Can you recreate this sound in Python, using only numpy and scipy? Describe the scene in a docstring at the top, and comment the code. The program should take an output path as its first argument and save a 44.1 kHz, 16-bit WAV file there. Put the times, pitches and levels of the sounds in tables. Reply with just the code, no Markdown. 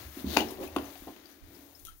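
"""A big sponge, pressed by a gloved hand into the last water of a toilet bowl, expels trapped air in
two loud wet slaps. Its foam fizzes as countless cells pop, while water sloshes and gulps in the drain.
Bubbles ring as damped oscillators, and drips spatter as the sponge is lifted out. The splashes excite
the modes of the bowl and the reverberation of a small room, over a dull rumble of handling."""
import sys
import numpy as np
from scipy import signal
from scipy.fft import rfft, irfft
from scipy.io import wavfile
from scipy.ndimage import uniform_filter1d

SR = 44100
rng = np.random.default_rng(int(sys.argv[2]) if len(sys.argv) > 2 else 0)


def wrap_up_sound(samples):
    """Save the sound to the file named by the first command line argument, as 16-bit audio."""
    columns = np.atleast_2d(samples).T
    # keep every value between -1 and 1, then stretch to whole-number steps
    tamed = np.clip(columns, -1, 1)
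    steps = np.round(tamed * 32767).astype(np.int16)
    wavfile.write(sys.argv[1], SR, steps)


N = 88200
T = np.arange(N) / SR
HZ = np.fft.rfftfreq(N, 1 / SR)

# Handling noise. Each row: time in seconds, relative level in dB.
RUMBLE_LEVELS = [(0.0, -50.5), (0.08, -46.5), (0.19, -59), (0.27, -42.5), (0.49, -53), (0.87, -50),
                 (0.92, -66), (1.04, -51.5), (1.15, -66.5), (1.4, -70), (1.44, -57.5), (1.93, -68),
                 (2.0, -70)]
# Hand thuds and air gusts. Each row: start in seconds, level in dB, rise and decay in seconds.
HAND_THUDS = [(0.042, -42.5, 0.028, 0.055), (0.24, -37.5, 0.041, 0.047), (.764, -45, 0.014, 0.052)]
AIR_GUSTS = [(1.4, -53, 0.041, 0.037), (1.8, -57, .04, 0.16), (1.79, -62, 0.057, 0.077),
             (.99, -59, 0.027, 0.064)]
# Moving water. Each row: time in seconds, relative levels of churning and of lapping in dB.
WATER_LEVELS = [(0, -52, -58), (0.12, -56.5, -67.5), (0.22, -64, -54), (0.28, -39.5, -51.5),
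                (0.345, -36.5, -46.5), (0.405, -32, -39.5), (0.46, -39, -51.5), (0.52, -46, -46.5),
                (0.56, -50.5, -55.5), (0.62, -38, -40.5), (0.655, -39.5, -51.5), (0.71, -58.5, -53.5),
                (0.8, -45, -51.5), (0.88, -55.5, -52.5), (0.98, -60, -63.5), (1.05, -63, -59.5),
                (1.14, -57, -65), (1.3, -56.5, -68), (1.41, -61, -73), (1.55, -53, -63.5),
                (1.75, -64, -66.5), (1.86, -63, -75.8), (2, -77, -107)]
# Squeezed foam. Each row: time in seconds, relative levels of fizz and of squish in dB.
FOAM_LEVELS = [(0, -45.5, -47), (0.11, -49.5, -54.8), (0.2, -43, -47.5), (0.255, -49.5, -54.5),
               (0.31, -40.5, -44.5), (0.35, -35.5, -42.5), (0.42, -46, -45.5), (0.46, -45.5, -47.2),
               (0.53, -46.5, -49), (0.585, -52.5, -56), (0.64, -43, -46), (0.685, -50.5, -55.5),
               (0.72, -53, -54.5), (0.8, -49, -53.5), (0.86, -48, -50.5), (0.98, -48.5, -54),
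               (1.1, -52, -56), (1.21, -59, -58), (1.31, -54, -58), (1.42, -61.5, -63), (1.55, -52.5, -57),
               (1.7, -55, -61), (1.82, -52.5, -64.5), (1.92, -58.9, -61), (2, -54.5, -74.5)]
# Spits of spray. Each row: start in seconds, level in dB, decay in seconds.
SPRAY_SPITS = [(0.383, -48, .004), (.507, -36.5, 0.0054), (.676, -42.5, 0.0039), (.764, -35, 0.0031),
               (0.854, -45, .002), (1.2989, -50.5, 0.0047), (1.794, -47, 0.0072), (1.8503, -35, 0.0031),
               (1.855, -44, 0.027), (1.8688, -38.5, .0015), (1.89, -41.5, 0.0013)]
# Ringing air pockets. Each row: start in seconds, pitch in Hz, peak level in dB,
# rise and decay in seconds, glide in octaves per second.
BUBBLE_RINGS = [(0.168, 319, -32.5, .007, 0.0041, -10.5), (.209, 278, -39, 0.0033, 0.0074, -11),
                (0.2419, 272, -24.5, 0.0039, 0.0043, 0), (0.257, 236, -35, 0.0047, 0.023, -12),
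                (.368, 308.4, -21.5, 0.0051, 0.0081, -8.5), (.3695, 770, -14.5, 0.0016, 0.0029, 5),
                (.374, 433, -27.5, 0.0027, 0.013, -29.5), (.398, 3070, -27, 0.0037, .003, 0),
                (0.404, 2985, -20, 0.0017, .004, -8), (.413, 727, -28.5, 0.0078, 0.0037, 16),
                (.485, 5610, -38.5, 0.0016, 0.0049, -17), (.512, 403, -40, .01, .012, -4),
                (.594, 400, -36.5, 0.008, .005, 11), (0.608, 556, -34, 0.0154, 0.0056, -1),
                (.635, 348, -38, 0.0064, 0.0077, 0), (0.631, 2530, -41, 0.00082, 0.0063, 33),
                (0.6745, 2520, -37, 0.002, .003, 5), (0.7624, 1086, -18.5, 0.0015, 0.0017, -4),
                (0.7643, 353, -19.5, 0.0049, 0.0057, -18), (0.785, 2980, -33, 0.0012, 0.002, -5),
                (.8548, 6100, -43.5, 0.0009, 0.0057, 1.5), (.954, 778, -44.5, .004, 0.007, -1.5),
                (1.019, 291, -43.5, 0.0044, 0.009, 3), (1.068, 320, -36, .012, 0.0044, -8),
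                (1.070, 730, -48, 0.0051, 0.014, 1.5), (1.161, 318, -49, .004, 0.0045, 8),
                (1.256, 4710, -43, 0.0022, 0.0037, 1), (1.313, 6040, -49, 0.0015, .003, 0),
                (1.547, 4670, -50.5, 0.0051, 0.0063, 19.5), (1.7502, 4990, -45, .002, 0.0063, 10.5),
                (1.876, 3192, -49, 0.0046, 0.02, -1), (1.868, 1303, -52.5, .002, 0.019, 5),
                (1.88, 1323, -40.5, 0.0064, 0.009, -1)]
# Bursts of air. Each row: start in seconds, level in dB, rise and decay in seconds, tilt in dB per octave.
AIR_BURSTS = [(.3662, -20, .0008, 0.0023, -0.5), (0.3696, -6.5, 0.00058, 0.0024, 0),
              (.379, -28, 0.0045, 0.021, 7.5), (.404, -29.5, 0.0016, 0.0077, 3.5),
              (0.7629, -20, 0.00025, 0.0027, -2.1), (.784, -30.5, 0.001, 0.0029, -2),
              (.572, -47, .0015, .002, 1), (.953, -45, 0.0023, 0.0051, 1),
              (1.061, -40.5, 0.021, 0.014, -6.5), (1.162, -48, 0.0015, 0.005, 0.5),
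              (1.256, -49, .0008, .003, 3)]

# Spectra of the noises. Each row: frequency in Hz, relative spectral density in dB.
GUST_SPECTRUM = [(12, -17), (30, 5), (50, -6.5), (90, -7), (300, -47)]
RUMBLE_SPECTRUM = [(15, -29.5), (32, -23), (52, -11), (72, 5.5), (90, -2.5), (130, -7), (200, -35.5),
                   (600, -43)]
CHURN_SPECTRUM = [(90, -32), (190, -7), (230, -6), (300, 8.5), (380, 0.5), (480, -9.5), (800, -32),
                  (2000, -42.5)]
LAP_SPECTRUM = [(250, -12.5), (450, -5), (580, 3), (800, -2), (1150, -5), (1500, -26), (3000, -40.5),
                (8000, -60)]
FIZZ_SPECTRUM = [(3000, -25), (6800, -7.5), (7500, -13), (8600, -10), (10000, -6.5), (12500, -3),
                 (14500, -1), (15600, 2)]
SQUISH_SPECTRUM = [(1500, -4), (2600, -9), (3600, 2), (4400, 0.5), (5700, -3.5), (6600, -3), (7050, -6),
                   (7400, -14), (12000, -23)]
SQUELCH_SPECTRUM = [(500, -21.5), (1000, -7.5), (1500, -2), (1900, -1), (2600, -4.5), (3200, -6),
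                    (4200, -21.5), (9000, -46.5)]
JET_SPECTRUM = [(1500, -31.5), (3200, -1.5), (3900, 3.5), (4500, -1), (5400, -11), (6600, -7), (7500, -36)]
SPRAY_SPECTRUM = [(800, -43), (2200, -20), (3200, -6.5), (5000, -14.5), (6400, -5.5), (7600, -15.5),
                  (10000, -3.5), (12000, -4), (15500, -8.5)]
SLAP_SPECTRUM = [(25, -54.5), (80, -29.5), (200, -16), (290, 0.5), (420, -0.5), (540, -4.5), (800, 4),
                 (1150, -6), (1750, -10), (2700, -1), (4500, -6.5), (5800, -15), (6650, -11.5),
                 (7500, -26.5), (9500, -22), (15500, -19.5)]

# Modes of the bowl and its hollow. Each row: frequency in Hz, gain in dB, 60 dB decay time in seconds.
BOWL_MODES = [(229, 1, .42), (281, 3, .36), (382, 4, .55), (441, 5, .5), (735, -9, .3), (844, -9, .26),
              (2110, 8, .11), (2370, -2, .12), (2810, -3, .09)]
# Small hard room. Each row: frequency in Hz, 60 dB decay time in seconds.
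ROOM_DECAY = [(100, 0.21), (400, 0.26), (1000, 0.21), (3000, 0.17), (12000, 0.17)]
# Response of the right microphone. Each row: frequency in Hz, gain relative to the left in dB.
RIGHT_RESPONSE = [(60, 0.5), (200, 2.2), (380, -2.5), (700, 0.5), (1290, -9), (2380, -14.5), (4200, -23.5),
                  (6000, -31.5), (8100, -30.5), (15000, -32)]
# Likeness of left and right. Each row: frequency in Hz, correlation from 0 to 1.
COHERENCE = [(60, .95), (300, 0.78), (640, 0.48), (1400, 0.12), (3000, 0.206), (12000, .05)]


def amp(db):
    """Amplitude ratio for a level in decibels."""
    return 10 ** (np.asarray(db) / 20)


def unit_rms(x):
    """Normalisation to unit mean power."""
    return x / np.sqrt(np.mean(x ** 2) + 1e-20)


def at_hz(table, hz):
    """Interpolation on a logarithmic frequency axis."""
    frequencies, values = np.transpose(table)
    return np.interp(np.log(hz + 1), np.log(frequencies), values)


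def envelope(table, column=1):
    """Gain over time, interpolated in decibels."""
    rows = np.array(table)
    return amp(np.interp(T, rows[:, 0], rows[:, column]))


def add(mix, start, sound):
    """Superposition of a sound from a start time in seconds."""
    part = mix[max(round(start * SR), 0):][:len(sound)]
    part += sound[:len(part)]


def swell(t, rise, decay):
    """Smooth onset followed by exponential damping."""
    return np.sin(np.pi / 2 * np.minimum(t / rise, 1)) ** 2 * np.exp(-np.maximum(t - rise, 0) / decay)


def colour(x, spectrum, tilt_db=0, size=4096):
    """A minimum-phase filter of unit energy imposes a spectrum, tilted above 300 Hz."""
    hz = abs(np.fft.fftfreq(size, 1 / SR))
    log_gain = np.log(amp(at_hz(spectrum, hz) + tilt_db * np.log2(np.maximum(hz, 300) / 300)))
    response = np.exp(np.conj(signal.hilbert(log_gain)))
    taps = np.fft.ifft(response).real[:size // 2]
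    return signal.fftconvolve(x, taps / np.linalg.norm(taps))[:len(x)]


def stereo_pair(left, independent):
    """Partial coherence: two unrelated noises become a left and right that agree in the bass."""
    shared = np.clip(at_hz(COHERENCE, HZ), 0, 1)
    right = irfft(shared * rfft(left) + np.sqrt(1 - shared ** 2) * rfft(independent), N)
    return np.array([left, right])


def shot_noise(spectrum, per_s, spread_db, wash=1.0):
    """Randomly timed impulses merge into a grainy texture over a wash of smooth noise."""
    def side():
        sizes = amp(spread_db * np.minimum(rng.exponential(1, N), 4)) * rng.choice([-1, 1], N)
        clicks = unit_rms(sizes * (rng.random(N) < per_s / SR))
        return unit_rms(colour(clicks + wash * rng.standard_normal(N), spectrum))
    return stereo_pair(side(), side())


def room(x, delay_s=0.006):
    """Reverberation: dense reflections from close walls decay exponentially, the treble first."""
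    hz, t, noise = signal.stft(rng.standard_normal((2, N)), SR, nperseg=256)
    t60 = at_hz(ROOM_DECAY, hz)[:, None]
    _, tails = signal.istft(noise * amp(-60 * t / t60), SR, nperseg=256)
    tails = tails[:, :N] * (T > delay_s)
    response = stereo_pair(*tails) / np.linalg.norm(tails[0])
    return signal.fftconvolve(x[None], response, axes=1)[:, :N]


def bowl(x):
    """Modal resonance: the bowl answers each impulse with a sum of damped sinusoids."""
    t = T[:SR // 2]
    response = np.zeros(len(t))
    for hz, db, t60 in BOWL_MODES:
        unity_at_resonance = 2 * np.log(1000) / (t60 * SR)
        response += unity_at_resonance * amp(db - 60 * t / t60) * np.sin(2 * np.pi * hz * t)
    return signal.fftconvolve(x, response)[:N]


def rumble(thud_hz=72.2):
    """Low-frequency forcing: the hand thuds and rumbles, and air buffets the moving microphones."""
    thuds, gusts, t = np.zeros(N), np.zeros(N), T[:SR // 2]
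    for start, db, rise, decay in HAND_THUDS:
        add(thuds, start, amp(db) * swell(t, rise, decay) * np.sin(2 * np.pi * thud_hz * t))
    for start, db, rise, decay in AIR_GUSTS:
        add(gusts, start, amp(db) * swell(t, rise, decay))
    air = np.array([amp(side_db) * unit_rms(colour(rng.standard_normal(N), GUST_SPECTRUM))
                    for side_db in (-2, 3)])
    handling = shot_noise(RUMBLE_SPECTRUM, per_s=330, spread_db=3, wash=0.73)
    return thuds + gusts * air + amp(-3.5) * envelope(RUMBLE_LEVELS) * handling


def water():
    """Forced resonance: churning in the drain drives the bowl's hollow, as water laps the porcelain."""
    churn = shot_noise(CHURN_SPECTRUM, per_s=580, spread_db=2.5, wash=0.5)
    churn *= amp(-2.5) * envelope(WATER_LEVELS)
    hollow = amp(1.5) * np.array([bowl(side) for side in churn])
    lapping = shot_noise(LAP_SPECTRUM, per_s=600, spread_db=0, wash=0.77)
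    return churn + hollow + amp(0.5) * envelope(WATER_LEVELS, column=2) * lapping


def foam(lift_s=1.44, lift_takes_s=0.28, lift_db=-2.5):
    """Shot noise of cells popping in the sponge: a fizz, a squish and a lower squelch."""
    fizz = amp(3.5) * shot_noise(FIZZ_SPECTRUM, per_s=3000, spread_db=2)
    squish = amp(-1.5) * shot_noise(SQUISH_SPECTRUM, per_s=1500, spread_db=3)
    lifted = np.clip((T - lift_s) / lift_takes_s, 0, 1)
    squelch = amp(-2 + lift_db * lifted) * shot_noise(SQUELCH_SPECTRUM, per_s=950, spread_db=2.5)
    return envelope(FOAM_LEVELS) * fizz + envelope(FOAM_LEVELS, column=2) * (squish + squelch)


def pore_jets(start_s=0.2255):
    """Flow noise: rising pressure drives air and water through the pores before the first slap."""
    flow = np.zeros(N)
    add(flow, start_s, amp(-37) * swell(T, rise=0.13, decay=0.06))
    return flow * shot_noise(JET_SPECTRUM, per_s=4300, spread_db=6.5, wash=0.71)


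def spray(rise_s=0.0013, roughness_db=3):
    """Film rupture: thin sheets of water break up in bright, grainy bursts of noise."""
    spits, t = np.zeros(N), T[:SR // 6]
    for start, db, decay in SPRAY_SPITS:
        noise, flicker = rng.standard_normal((2, len(t)))
        rough = unit_rms(noise * amp(roughness_db * flicker))
        add(spits, start, amp(db) * rough * swell(t, rise_s, decay))
    return colour(spits, SPRAY_SPECTRUM)


def bubbles(wobble_octaves=0.022, wobble_s=0.0012):
    """Damped oscillation: each air pocket rings briefly, its pitch shifting as it changes shape."""
    rings, t = np.zeros(N), T[:SR // 10]
    for start, hz, db, rise, decay, glide in BUBBLE_RINGS:
        wobble = unit_rms(uniform_filter1d(rng.standard_normal(len(t)), round(wobble_s * SR)))
        pitch = hz * 2 ** (glide * t + wobble_octaves * wobble)
        phase = 2 * np.pi * np.cumsum(pitch) / SR
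        add(rings, start, amp(db) * swell(t, rise, decay) * np.sin(phase))
    return rings


def slaps():
    """Sudden pressure release: air bursts from under the sponge in short, broadband wet cracks."""
    cracks, t = np.zeros(N), T[:SR // 6]
    for start, db, rise, decay, tilt in AIR_BURSTS:
        burst = rng.choice([-1., 1.], len(t)) * swell(t, rise, decay)
        add(cracks, start, amp(db) * colour(burst, SLAP_SPECTRUM, tilt))
    return cracks


def scene(bowl_db=-1, room_db=-7.5):
    """Superposition: splashes ring in the bowl and the room, over foam, hiss, water and rumble."""
    splashes = slaps() + bubbles() + spray()
    ringing = splashes + amp(bowl_db) * bowl(splashes)
    return ringing + amp(room_db) * room(ringing) + foam() + pore_jets() + water() + rumble()


def record(dry, right_lag_s=0.00011, cutoff_hz=15800):
    """Path difference delays the farther, muffled right microphone; both sides are band-limited."""
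    right_response = amp(at_hz(RIGHT_RESPONSE, HZ)) * np.exp(-2j * np.pi * HZ * right_lag_s)
    heard = np.array([dry[0], irfft(rfft(dry[1]) * right_response, N)])
    lowpass = signal.firwin(511, cutoff_hz, window=("kaiser", 9), fs=SR)
    return signal.oaconvolve(heard, lowpass[None], "same", axes=1)


dry = scene()
out = record(dry)
wrap_up_sound(out)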